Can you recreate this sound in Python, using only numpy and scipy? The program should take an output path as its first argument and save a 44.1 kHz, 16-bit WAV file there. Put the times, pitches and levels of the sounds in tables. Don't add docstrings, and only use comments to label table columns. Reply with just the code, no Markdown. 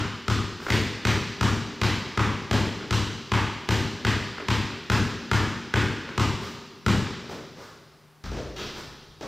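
import sys
import numpy as np
from scipy import signal
from scipy.fft import rfft, irfft
from scipy.io import wavfile

SR = 44100
rng = np.random.default_rng(int(sys.argv[2]) if len(sys.argv) > 2 else 0)


def unload_wav(signal):
    wavfile.write(
        sys.argv[1],
        SR,
        np.round(np.clip(np.atleast_2d(signal).T, -1, 1) * 32767).astype(np.int16),
    )


N = 408807

# frequency in Hz, level in dB.
AIRFLOW = [(25, -23), (60, -17), (150, -8), (400, -14), (1000, -9), (4000, -21), (9000, -28.5),
           (14000, -29.5)]
FAN_TONES = [(150.7, -59.5), (403.7, -74)]
# delay in seconds, gain in dB.
EARLY_ECHOES = [(.0024, -8), (.0179, -12.5), (.0194, -11), (.0207, -13), (.0226, -12), (.0279, -13),
                (.0334, -14), (.037, -19)]
BASS_ECHOES = [(.0178, -16), (.0288, 2), (0.058, -13), (0.0839, -4), (0.097, -5.5), (0.1156, -6),
               (0.1583, -7), (0.198, -15), (0.244, -16.5)]
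# frequency in Hz, t60 (the time to fall 60 dB) in seconds.
REVERB_TIMES = [(60, 3.4), (150, 1.57), (400, 1.75), (1000, 1.275), (2500, 1.63), (5000, 2.08),
                (9000, 0.95), (14000, 0.37)]
# frequency in Hz, level in dB, t60 in seconds.
HALL_MODES = [(82.4, -35, 1.1), (112, -49, 0.48), (141.7, -28, 0.77), (190, -32.5, 0.92), (213, -57, 0.99),
              (233.8, -36, 1.8), (305, -34.5, 0.49), (385.4, -48.5, 3.1), (399, -42, 2.4), (48, -47, 0.98),
              (57.9, -41, 0.85)]
MIDCOURT_MODES = [(91.5, -24.5, 0.42), (188.3, -14, .42), (212, -13, 0.4), (257, -28, 0.9)]
BOARD_MODES = [(54, -26.5, 0.7), (71.1, -28.5, 0.66), (96, -49, .7), (131.3, -41.5, 2.7), (211, -43, 0.91)]
RIM_MODES = [(355, -38, .5), (1430, -52, .5), (2680, -46, .6), (3330, -50, .7), (3690, -51, .6)]
THUMP_MODES = [(106.4, -16, 0.15), (208.4, -19.5, 0.055), (64.6, -53, 0.11), (314, -28, 0.092)]
CAVITY_MODES = [(909, -45, 0.12), (1246, -41, 0.15), (1700, -49, 0.14), (2019, -52, .14)]
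# frequency in Hz, level in dB.
STAMP_SPECTRUM = [(40, -14), (130, -0.5), (250, -0.5), (480, 2), (800, -8.5), (1400, -12.5), (3000, -18),
                  (6000, -20.5), (10000, -45)]
PAT_SPECTRUM = [(100, -12), (400, 5.5), (700, -12), (1000, -6.5), (1500, -7), (2200, -7.5), (3200, -14),
                (6000, -26), (10000, -48.5)]
BOARD_SPECTRUM = [(30, 2), (58, 24), (110, 17), (220, 18.5), (400, 2), (800, 0), (1400, 2), (2500, -4.5),
                  (5500, -4), (10000, -30), (14000, -26)]
SLAP_SPECTRUM = [(30, -35), (55, -11), (90, 18), (200, 25.5), (390, 21.5), (520, 15), (680, 10.5),
                 (900, 17.5), (1300, 14.5), (2000, 15.5), (3000, 14), (5000, 8), (7500, -0.5),
                 (10000, -16.5), (12800, -12), (15500, -29)]
SOLE_SPECTRUM = [(200, -18), (600, 3), (1200, 14), (2500, -1.5), (5000, 2), (7500, -6.5), (10000, -17.5),
                 (14000, -14)]
NET_SPECTRUM = [(150, 9), (370, 9.5), (600, -4.5), (1400, 2.5), (2200, -3), (3400, 2), (6000, -6),
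                (9500, -28), (14000, -25)]
# start in seconds, level in dB, resonance of the sole in Hz.
STEPS = [(6.42, 2, 417), (7.221, 0.5, 258), (7.295, 10, 900), (7.57, 2.5, 950), (8.316, 11, 473),
         (8.368, 11.5, 520), (8.76, 1.5, 1150), (9.2094, 12.5, 760)]
# start in seconds, level in dB, length in seconds.
SCUFFS = [(.605, -41, 0.09), (.684, -31, 0.02), (6.41, -38, 0.048), (7.29, -41, 0.044),
          (7.575, -46.5, 0.11), (8.75, -40, 0.05), (9.21, -44, 0.053)]
SWISHES = [(8.562, -35, 0.06), (8.596, -37.5, 0.11), (8.74, -45, 0.08)]
# start in seconds, level in dB.
PATS = [(.601, 2.5), (.666, 15.5), (1.69, -1), (2.8092, 3.5), (4.382, 9.5), (4.7034, 3.5), (6.055, 0),
        (6.09, 5)]
# start in seconds, force in dB, bite (sharpness of contact) in dB,
# pitch of the pock (the struck skin's resonance) in Hz, height of that resonance in dB.
BOUNCES = [(-0.107, -2, -1.5, 1200, 4.5), (0.281, -.6, -.8, 1340, 9.8), (0.7026, -.6, 1.5, 2050, 3.6),
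           (1.0513, .6, 1.9, 1540, 1.6), (1.4103, 2.8, -.1, 1260, 7), (1.815, -1.5, 1.3, 1125, 1.2),
           (2.1748, -1.3, -3.1, 1220, 4.9), (2.5114, 1, .2, 790, 3.8), (2.9083, -.9, 1.2, 1280, 5.7),
           (3.3178, -.9, -2, 1015, 3.4), (3.6887, 0, 1.3, 890, 2.8), (4.0493, -2, .1, 1480, 2.3),
           (4.4844, -2.3, 0, 1050, 2.6), (4.8995, 3, .4, 1440, 5), (5.3141, 1.5, -.5, 1380, 3.1),
           (5.739, .6, -1.6, 1560, 4.2), (6.178, 1.3, -.3, 1165, 7), (6.863, 2.7, -.6, 1390, 7)]
BOUNCE_BANDS = [350, 1500, 4500, 12000]
# frequency in Hz, left minus right in dB.
BALANCE = [(60, 1.5), (120, 4.2), (240, 0.9), (500, 0.5), (2000, 0.04), (12000, -0.6)]
# frequency in Hz, side minus mid in dB.
WIDTH = [(100, -27.5), (1000, -23.5), (3500, -49.5), (5500, -21), (8000, -3), (10000, 0), (12000, -25)]


def amp(db):
    return 10 ** (np.asarray(db) / 20)


def value_at(points, hz):
    table_hz, value = np.transpose(points)
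    return np.interp(np.log(hz + 1), np.log(table_hz), value)


def bins(size):
    return np.fft.rfftfreq(size, 1 / SR)


def add(mix, start, sound):
    at = round(start * SR)
    sound = sound[max(-at, 0):]
    part = mix[max(at, 0):][:len(sound)]
    part += sound[:len(part)]


def noise(spectrum, size):
    white = rfft(rng.standard_normal(size))
    coloured = irfft(white * amp(value_at(spectrum, bins(size))), size)
    return coloured / coloured.std()


def impulse(*spectra, size=4096):
    hz = abs(np.fft.fftfreq(size, 1 / SR))
    log_gain = np.log(amp(sum(value_at(points, hz) for points in spectra)))
    return np.fft.ifft(np.exp(np.conj(signal.hilbert(log_gain)))).real


def resonance(centre_hz, db, octaves=0.42):
    hz = np.geomspace(30, SR / 2, 120)
    return np.c_[hz, db * np.exp(-(np.log2(hz / centre_hz) / octaves) ** 2)]


def ring(modes, size, phase_spread=0):
    t = np.arange(size) / SR
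    return sum(amp(db - 60 * t / t60) * np.sin(2 * np.pi * (hz * t + phase_spread * rng.random()))
               for hz, db, t60 in modes)


def swelling_modes(start, modes, swell_s):
    out = np.zeros(N)
    t = np.arange(SR) / SR
    add(out, start, ring(modes, len(t)) * (1 - np.exp(-t / swell_s)))
    return out


def disperse(sound, width_hz, count=14):
    radius = np.exp(-np.pi * width_hz / SR)
    for hz in np.geomspace(700, 13000, count) * rng.uniform(.8, 1.2, count):
        poles = [1, -2 * radius * np.cos(2 * np.pi * hz / SR), radius * radius]
        sound = signal.lfilter(poles[::-1], poles, sound)
    return sound


def ventilation():
    t = np.arange(N) / SR
    hum = sum(amp(db) * np.sqrt(2) * np.sin(2 * np.pi * hz * t) for hz, db in FAN_TONES)
    return amp(-60) * noise(AIRFLOW, N) + hum


def echoes(paths, size):
    taps = np.zeros(size)
    for delay, db in paths:
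        add(taps, delay, amp([db]))
    return taps


def hall(sound, direct_db, first_wall_s, build_s=0.013, early_t60=0.69):
    hz, t, spectrogram = signal.stft(rng.standard_normal(2 * SR), SR, nperseg=512)
    early = amp(1.5 - 60 * t / early_t60)
    late = amp(-4 - 60 * t / value_at(REVERB_TIMES, hz)[:, None])
    tail = signal.istft(spectrogram * np.hypot(late, early), SR, nperseg=512)[1]
    since_wall = np.maximum(np.arange(len(tail)) / SR - first_wall_s, 0)
    build_up = 1 - 0.75 * np.exp(-since_wall / build_s)
    tail *= build_up * np.sqrt(20 / SR)
    first_arrivals = amp(direct_db) * echoes([(0, -7)] + EARLY_ECHOES, len(tail))
    return signal.fftconvolve(sound, tail + first_arrivals)


def knocks(rows, spectrum, peak_db, direct_db, first_wall_s):
    out = np.zeros(N)
    for start, db, hz in rows:
        click = impulse(spectrum, resonance(hz, peak_db))
        knock = amp(db) * disperse(click, width_hz=630)
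        add(out, start, hall(knock, direct_db, first_wall_s))
    return out


def rubs(rows, spectrum, direct_db):
    out = np.zeros(N)
    for start, db, length in rows:
        size = int(length * SR)
        burst = amp(db) * noise(spectrum, size) * np.sqrt(np.linspace(1, 0, size))
        add(out, start, hall(burst, direct_db, first_wall_s=0.0078))
    return out


def pock(hz, db, t60=0.013):
    paths = echoes([(0.00037, -3.5)] + EARLY_ECHOES, size=2048)
    return amp(db) * signal.fftconvolve(ring([(hz, 0, t60)], size=1024), paths)


def shoes():
    stamps = knocks(STEPS, STAMP_SPECTRUM, peak_db=2.5, direct_db=-3.5, first_wall_s=0.0026)
    return stamps + rubs(SCUFFS, SOLE_SPECTRUM, direct_db=-3)


def hands(skin_hz=1340, skin_db=-26):
    rows = [(start, db, skin_hz) for start, db in PATS]
    out = knocks(rows, PAT_SPECTRUM, peak_db=1, direct_db=-4.5, first_wall_s=0.0091)
    for start, db in PATS:
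        add(out, start, pock(skin_hz, db + skin_db, t60=0.0064))
    return out


def layup():
    last_bounce = swelling_modes(6.863, MIDCOURT_MODES, swell_s=.035)
    board = knocks([(8.239, -1.4, 1330)], BOARD_SPECTRUM,
                   peak_db=3.5, direct_db=-3.5, first_wall_s=0.00078)
    shudder = swelling_modes(8.262, BOARD_MODES, swell_s=.009)
    rattle = swelling_modes(8.568, RIM_MODES, swell_s=.02)
    net = rubs(SWISHES, NET_SPECTRUM, direct_db=1.5)
    return last_bounce + board + shudder + rattle + net


def contact_colour(force_db, bite_db, pock_db):
    slap_db = 5.8 + .46 * force_db - 1.4 * pock_db - 1.1 * bite_db
    crack_db = -1 + bite_db
    sizzle_db = 1 + .62 * force_db + 1.1 * bite_db
    return list(zip(BOUNCE_BANDS, [force_db, slap_db, crack_db, sizzle_db]))


def panel_ripple(depth_db=2, count=45):
    return np.c_[np.geomspace(600, 14000, count), depth_db * rng.uniform(-1, 1, count)]


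def floor_thump(size, low_cut_hz=56):
    paths = echoes([(0.0027, 0)] + BASS_ECHOES, size)
    thump = signal.fftconvolve(ring(THUMP_MODES, SR // 2), paths)[:size]
    return signal.sosfilt(signal.butter(4, low_cut_hz, "high", fs=SR, output="sos"), thump)


def dribble(contact_s=0.0018, swell_s=0.03, skin_db=-17):
    out = np.zeros(N)
    t = np.arange(2 * SR) / SR
    thump = floor_thump(len(t))
    standing_waves = ring(HALL_MODES, len(t), phase_spread=0.96) * (1 - np.exp(-t / swell_s))
    for start, force_db, bite_db, pock_hz, pock_db in BOUNCES:
        colour = contact_colour(force_db, bite_db, pock_db)
        contact = impulse(colour, resonance(pock_hz, pock_db), panel_ripple())
        cavity = amp(-1 + 0.26 * pock_db) * ring(CAVITY_MODES, size=4096)
        slap = signal.fftconvolve(impulse(SLAP_SPECTRUM) + cavity, contact)
        slap = disperse(slap, width_hz=2200, count=7)
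        add(out, start, hall(slap, direct_db=-3, first_wall_s=0.019))
        add(out, start, pock(pock_hz, skin_db + value_at(colour, pock_hz) + pock_db))
        bass = amp(-.8 + .35 * force_db) * thump + amp(force_db) * standing_waves
        add(out, start + contact_s, bass)
    return out


def scene():
    mid = rfft(dribble() + hands() + shoes() + layup() + ventilation(), 2 * N)
    hz = bins(2 * N)
    random_phase = np.angle(rfft(rng.standard_normal(640), 2 * N))
    side = mid * np.exp(1j * random_phase) * amp(value_at(WIDTH, hz))
    lean = amp(value_at(BALANCE, hz) / 2)
    return irfft(np.array([mid * lean + side, mid / lean - side]))[:, :N]


def record(dry, low_cut_hz=17, ceiling=.42, high_cut_hz=15700):
    dry = signal.sosfilt(signal.butter(2, low_cut_hz, "high", fs=SR, output="sos"), dry)
    rounded = dry / (1 + (dry / ceiling) ** 4) ** (1 / 4)
    low_pass = signal.firwin(255, high_cut_hz, window=("kaiser", 9), fs=SR)
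    return signal.oaconvolve(rounded, low_pass[None], "same")


dry = scene()
out = record(dry)
unload_wav(out)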